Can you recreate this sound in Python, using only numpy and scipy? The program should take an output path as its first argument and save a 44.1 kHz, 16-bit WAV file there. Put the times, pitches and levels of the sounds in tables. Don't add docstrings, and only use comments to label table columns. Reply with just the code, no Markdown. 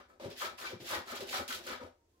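import sys
import numpy as np
from scipy import signal
from scipy.fft import rfft, irfft
from scipy.io import wavfile

SR = 44100
rng = np.random.default_rng(int(sys.argv[2]) if len(sys.argv) > 2 else 0)


def voltage_ratio(decibels):
    exponent = np.asarray(decibels, float) / 20
    return 10 ** exponent


def materialize(psi):
    bounded = np.clip(np.atleast_2d(psi).T, -1, 1)
    quanta = np.round(bounded * 32767).astype(np.int16)
    wavfile.write(sys.argv[1], SR, quanta)


N = 97020
BODY_PAN_DB = 2.5


def rms_one(x):
    return x / np.sqrt(np.mean(x ** 2) + 1e-20)


def filtered(x, order, hz, kind="low"):
    return signal.sosfilt(signal.butter(order, hz, kind, fs=SR, output="sos"), x)


def coloured(x, spectrum):
    hz, db = np.transpose(spectrum)
    grid = np.fft.rfftfreq(x.shape[-1], 1 / SR) + 1
    octaves_outside = np.log2(np.clip(hz[0] / grid, 1, None) * np.clip(grid / hz[-1], 1, None))
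    gain = voltage_ratio(np.interp(np.log(grid), np.log(hz), db) - 4.3 * octaves_outside)
    return rms_one(irfft(rfft(x) * gain, x.shape[-1]))


def pan(db):
    return voltage_ratio(np.array([[db / 2], [-db / 2]]))


def wander(db, step_s):
    marks = np.arange(0, N / SR + 0.5, step_s)
    return voltage_ratio(db * np.interp(np.arange(N) / SR, marks, rng.standard_normal(len(marks))))


def strokes(rows, fall_db_per_s):
    t, power = np.arange(N) / SR, np.zeros(N)
    for start, rise, hold, db in rows:
        up = np.clip((t - start) / max(rise, 0.0002), 0, 1) ** 0.82
        released_s = np.clip(t - start - rise - hold, 0, None)
        power += (up * voltage_ratio(db - fall_db_per_s * released_s)) ** 2
    return np.sqrt(power)


def contacts(rate, uneven_db, clump_db, apart):
    clump = wander(clump_db, 0.0053)
    struck = rng.random((3, N)) < rate / SR
    size = voltage_ratio(uneven_db * np.minimum(rng.exponential(1, (3, N)), 4))
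    clicks = struck * size * rng.choice([-1, 1], (3, N))
    return rms_one(clump * (np.sqrt(1 - apart) * clicks[0] + np.sqrt(apart) * clicks[1:]))


def resonator(x, hz, r, gain):
    return signal.lfilter([gain, 0, -gain], [1, -2 * r * np.cos(2 * np.pi * hz / SR), r * r], x + 1e-18)


def body(x, peaks, turn=-1, patchy_db=3.0):
    out, power = 0, 0
    for k, (hz, width, db) in enumerate(peaks):
        r = np.exp(-np.pi * max(width, 5) / SR)
        gain = (1 - r * r) / 2
        out = out + turn ** k * voltage_ratio(db) * resonator(x * wander(patchy_db, 0.021), hz, r, gain)
        power += voltage_ratio(db) ** 2 * gain
    return out / np.sqrt(power)


def knocks(rows, swell_s):
    out, t = np.zeros(N + SR), np.arange(SR // 8) / SR
    swell = t / swell_s * np.exp(1 - t / swell_s)
    for start, db, hz in rows:
        i = int(start * SR)
        phase = rng.uniform(0, 2 * np.pi)
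        out[i:i + len(t)] += voltage_ratio(db) * swell * np.sin(2 * np.pi * hz * t + phase)
    return out[:N]


def shared_noise(count):
    white, split_hz = rng.standard_normal((3, count)), 496
    return filtered(white[0], 2, split_hz) + filtered(white[1:], 2, split_hz, "high")


def air():
    # f/Hz, level/dB per Hz
    spectrum = [(40, -1), (78, 3), (150, -19), (350, -6), (950, -22), (3000, -30.5), (6500, -28.5),
                (16500, -50.5)]
    return voltage_ratio(-72.5) * coloured(shared_noise(N), spectrum)


def room(x):
    t60_s, gap_s = 0.29, 0.00314
    t = np.arange(SR // 2) / SR
    tail = shared_noise(len(t)) * voltage_ratio(-60 * t / t60_s) * (t > gap_s)
    dull = filtered(tail, 1, 5500)
    tail = dull + (tail - dull) * voltage_ratio(-150 * t)
    tail = filtered(tail, 2, 450, "high")
    tail = tail / np.sqrt(np.sum(tail ** 2) / 2)
    return voltage_ratio(-5) * signal.fftconvolve(x, tail, axes=1)[:, :N]


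def squeaks():
    # start t/s, hold/s, level/dB, f/Hz
    squeak_rows = [
        (1.97, .07, -83, 930),
        (2.125, .08, -81, 1050),
    ]
    t, out = np.arange(N) / SR, 0
    for start, hold, db, hz in squeak_rows:
        unsteady = 0.012 * np.cumsum(rng.standard_normal(N))
        tone = np.sin(2 * np.pi * hz * t + unsteady)
        out = out + strokes([(start, 0.01, hold, db)], fall_db_per_s=600) * tone
    return out


def box():
    # start t/s, rise/s, hold/s, level/dB
    drags = [(-.03, 0.0069, 0.024, -54), (0.084, 0.012, 0.06, -66), (0.197, 0.0018, 0.051, -51.5),
             (0.232, 0.0051, 0.056, -52.5), (0.299, 0.0037, 0.058, -56.5), (0.413, 0.0042, 0.11, -55.5),
             (0.583, 0.032, 0.1, -55.5), (0.716, 0.013, 0.011, -55), (0.799, 0.0038, 0.061, -57),
             (0.893, 0.015, 0.096, -49.5), (1.054, 0.014, 0.055, -55), (1.114, 0.0051, 0.037, -53),
             (1.188, 0.0047, 0.038, -48), (1.247, 0.0098, 0.095, -53.5), (1.343, 0.0039, 0.048, -48.5),
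             (1.377, 0.0043, 0.04, -48.5), (1.476, 0.005, 0.14, -56), (1.643, 0.0071, 0.039, -54.5),
             (1.711, 0.0062, 0.037, -50.5), (1.811, 0.0054, 0.053, -53.5)]
    # f/Hz, width/Hz, level/dB
    wall_modes = [(195, 32, -15.5), (252.3, 35, -1), (370, 61, 3), (508, 35, -0.5), (567, 68, -3),
                  (682, 126, -9)]
    # f/Hz, width/Hz, level/dB
    bottom_modes = [(78, 22, 0.046), (98, 3.9, 0)]
    # t/s, peak level/dB, f/Hz
    bumps = [(0.202, -44.5, 556), (0.241, -40.5, 555), (0.255, -45.5, 150), (0.256, -39.5, 386),
             (0.269, -42, 360), (0.278, -41.5, 347), (0.28, -45, 173), (0.316, -51.5, 415),
             (0.427, -43.5, 586), (0.441, -43.5, 378), (0.449, -44.5, 650), (0.463, -46.5, 536),
             (0.7, -52, 509), (0.729, -39, 366), (0.759, -47, 182), (0.8, -47.5, 312), (0.815, -51.5, 188),
             (0.823, -47.5, 362), (0.906, -44, 550), (0.918, -42.5, 610), (0.929, -43.5, 362),
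             (0.932, -40.5, 529), (0.932, -52, 750), (0.95, -45, 660), (0.956, -43.5, 338),
             (0.967, -47, 516), (0.976, -60, 700), (0.983, -44, 372), (0.985, -55, 546), (1.009, -53, 392),
             (1.1, -47.5, 684), (1.118, -44.5, 540), (1.125, -44, 243), (1.135, -45, 387),
             (1.155, -47.5, 564), (1.22, -38.5, 382), (1.252, -51.5, 357), (1.309, -51, 536),
             (1.337, -40.5, 562), (1.337, -42.5, 740), (1.356, -39, 750), (1.367, -42, 722),
             (1.395, -39, 555), (1.406, -41, 252), (1.417, -43.5, 390), (1.664, -48, 527),
             (1.682, -49, 366), (1.698, -43.5, 510), (1.698, -45.5, 270), (1.74, -61, 352),
             (1.798, -47, 523), (1.812, -51, 506), (1.812, -46.5, 256), (1.825, -57, 286),
             (1.827, -43.5, 531), (1.839, -51, 516), (1.839, -52, 282), (1.861, -58, 524)]
    # t/s, peak level/dB, f/Hz
    further_bumps = [(.717, -40.5, 518), (.739, -46, 226), (.848, -49, 363), (1.205, -38.5, 528),
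                     (1.495, -53, 250), (1.872, -57, 502)]
    # t/s, peak level/dB, f/Hz
    thumps = [(0.249, -48.5, 105.5), (0.28, -56.5, 101), (0.455, -61, 87), (0.73, -48, 107),
              (0.801, -54.5, 126), (0.911, -56, 106), (0.968, -54, 96), (1.001, -66, 97),
              (1.105, -62.5, 75), (1.207, -57, 102), (1.383, -49.5, 86), (1.714, -60, 76.4),
              (1.832, -51, 86)]
    judder = contacts(1800, uneven_db=1.0, clump_db=-2.0, apart=0.22)
    push = strokes(drags, fall_db_per_s=479) * judder
    walls = voltage_ratio(-1.0) * body(push, wall_modes, turn=0.95, patchy_db=0.5)
    bottom = voltage_ratio(-17) * body(push, bottom_modes, patchy_db=4.0)
    bump_s, thump_s = 0.0046, 0.011
    hits = knocks(bumps, bump_s) + knocks(further_bumps, bump_s) + knocks(thumps, thump_s)
    return pan(BODY_PAN_DB) * (walls + bottom + hits)


def scoop():
    # start t/s, rise/s, hold/s, level/dB
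    scrapes = [(-.03, 0.0085, 0.017, -51.5), (.08, 0.007, 0.015, -65), (.2, 0.0012, 0.068, -61),
               (.395, 0.022, 0.033, -39), (.575, 0.0088, 0.055, -50.5), (.61, 0.034, 0.0098, -44),
               (.69, 0.011, 0.034, -56.5), (.86, 0.06, .01, -42), (.9, 0.0086, 0.06, -40),
               (1.07, 0.0057, 0.074, -45), (1.15, 0.0053, 0.0056, -56), (1.208, 0.0025, 0.0054, -57),
               (1.325, 0.0045, 0.058, -38.5), (1.48, 0.029, 0.011, -44.5), (1.66, 0.025, 0.051, -42.5),
               (1.8, 0.0025, 0.0091, -51)]
    # f/Hz, width/Hz, level/dB
    blade_modes = [(855, 130, -6), (915, 79, 2.5), (1273, 30, 0), (1503, 28, 6), (1656, 190, -6.5),
                   (2352, 104, -0.5), (1094, 610, 0)]
    # t/s, peak level/dB, f/Hz
    catches = [(0.414, -38, 1655), (0.42, -40, 1268), (0.431, -44, 920), (0.454, -36.5, 1298),
               (0.648, -40, 1518), (0.916, -51, 1263), (0.928, -39.5, 1560), (0.931, -40, 850),
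               (0.941, -39, 1886), (0.958, -48, 920), (1.083, -46, 1304), (1.329, -39.5, 1865),
               (1.335, -47, 790), (1.34, -35.5, 1310), (1.361, -49, 820), (1.393, -44, 800),
               (1.395, -39.5, 1294), (1.501, -39.5, 1508), (1.51, -41, 1320), (1.518, -44, 1507),
               (1.7, -43, 1300), (1.722, -55, 1380)]
    # t/s, peak level/dB, f/Hz
    grazes = [(.1, -58.5, 1292), (.595, -47, 1308), (.665, -39.5, 2350), (1.672, -42.5, 1485),
              (1.808, -49, 1281), (1.815, -48.5, 950)]
    slips = contacts(1700, uneven_db=1.5, clump_db=-2.0, apart=0.75)
    slips = strokes(scrapes, fall_db_per_s=319) * slips
    ring = voltage_ratio(-1.5) * filtered(body(slips, blade_modes, patchy_db=2.0), 2, 2360)
    catch_s = 0.0061
    return pan(BODY_PAN_DB) * (ring + knocks(catches, catch_s) + knocks(grazes, catch_s))


def crunch(clicks):
    dealt, out = rng.integers(0, 24, N), 0
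    for k, hz in enumerate(np.geomspace(1500, 7000, 24)):
        r = voltage_ratio(-60 * hz / (25 * SR))
        own_clicks = clicks * (dealt == k) * wander(1.46, 0.02)
        out = out + resonator(own_clicks, hz, r, gain=1) * np.sqrt(1 - r)
    return rms_one(out)


def grit():
    # start t/s, rise/s, hold/s, fine grains level/dB, coarse above fine/dB
    slides = [(-.03, 0.0096, 0.016, -76.5, 16), (0.08, 0.0082, 0.013, -81, -3),
              (0.195, 0.019, 0.047, -70, 14.5), (0.299, 0.0026, 0.013, -64, 12),
              (0.354, 0.077, 0.013, -48.5, 6), (0.572, 0.017, 0.033, -55.5, 4.5),
              (0.631, 0.02, 0.014, -55, 5.5), (0.651, 0.017, 0.041, -63, 13.5),
              (0.795, 0.014, 0.037, -61.5, 5.5), (0.842, 0.062, 0.05, -48, 5),
              (1.053, 0.043, 0.022, -55, 6.5), (1.141, 0.016, 0.0055, -52, 7.5),
              (1.204, 0.0017, 0.0063, -53, 6.5), (1.257, 0.079, 0.049, -48, 5),
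              (1.478, 0.0014, 0.07, -47.5, 4), (1.622, 0.029, 0.08, -60, 7.5),
              (1.665, 0.003, 0.02, -55, 5.5), (1.688, 0.018, 0.016, -62.5, 15),
              (1.798, 0.0081, 0.027, -74, 9.5), (2.066, 0.035, 0.094, -89, -1.5)]
    # t/s, peak level/dB
    large_grains = [(.101, -66), (.2668, -50), (.3042, -47), (.3197, -49), (.5754, -55), (.794, -61),
                    (1.1621, -48), (1.2068, -49), (1.213, -42), (1.481, -46), (1.668, -36), (1.7035, -45)]
    # f/Hz, level/dB per Hz
    fine_spectrum = [(2500, -5.5), (5000, -14.5), (6800, 3.5), (8600, -2.5), (12000, -0.5), (16500, -5.5)]
    # f/Hz, level/dB per Hz
    coarse_spectrum = [(1200, -5.5), (2200, -4), (3300, 1), (4600, 0), (5600, -2), (8000, -19)]
    rows = np.array(slides, float)
    hiss = coloured(contacts(6100, uneven_db=0.5, clump_db=2.0, apart=1.0), fine_spectrum)
    fine = strokes(rows[:, :4], fall_db_per_s=357) * hiss
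    rows[:, 3] += rows[:, 4]
    crunching = crunch(contacts(8300, uneven_db=0.0, clump_db=2.5, apart=0.93))
    coarse = strokes(rows[:, :4], fall_db_per_s=310) * coloured(crunching, coarse_spectrum)
    tick_rows = [(t - 0.0004, 0.0002, 0.0003, db - 3) for t, db in large_grains]
    click = coloured(rng.standard_normal(N), [(2500, -6), (5000, 0), (15000, -9)])
    ticks = strokes(tick_rows, fall_db_per_s=20000) * click
    return pan(-4.5) * fine + pan(0.5) * coarse + ticks


def scene():
    near = grit() + scoop() + box() + squeaks()
    near = near + room(near)
    left_lag_s = 0.00024
    lag = np.exp(-2j * np.pi * np.fft.rfftfreq(N, 1 / SR) * left_lag_s)
    near[0] = irfft(rfft(near[0]) * lag, N)
    hiss = voltage_ratio(-89) * rng.standard_normal(near.shape)
    return near + air() + hiss


def band_limit(x):
    return signal.sosfilt(signal.butter(12, 16010, fs=SR, output="sos"), x)


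def record(dry):
    top_cut = signal.cheby2(22, 70, 16300, fs=SR, output="sos")
    mix = filtered(signal.sosfilt(top_cut, dry), 2, 45, "high")
    return band_limit(mix)


dry = scene()
out = record(dry)
materialize(out)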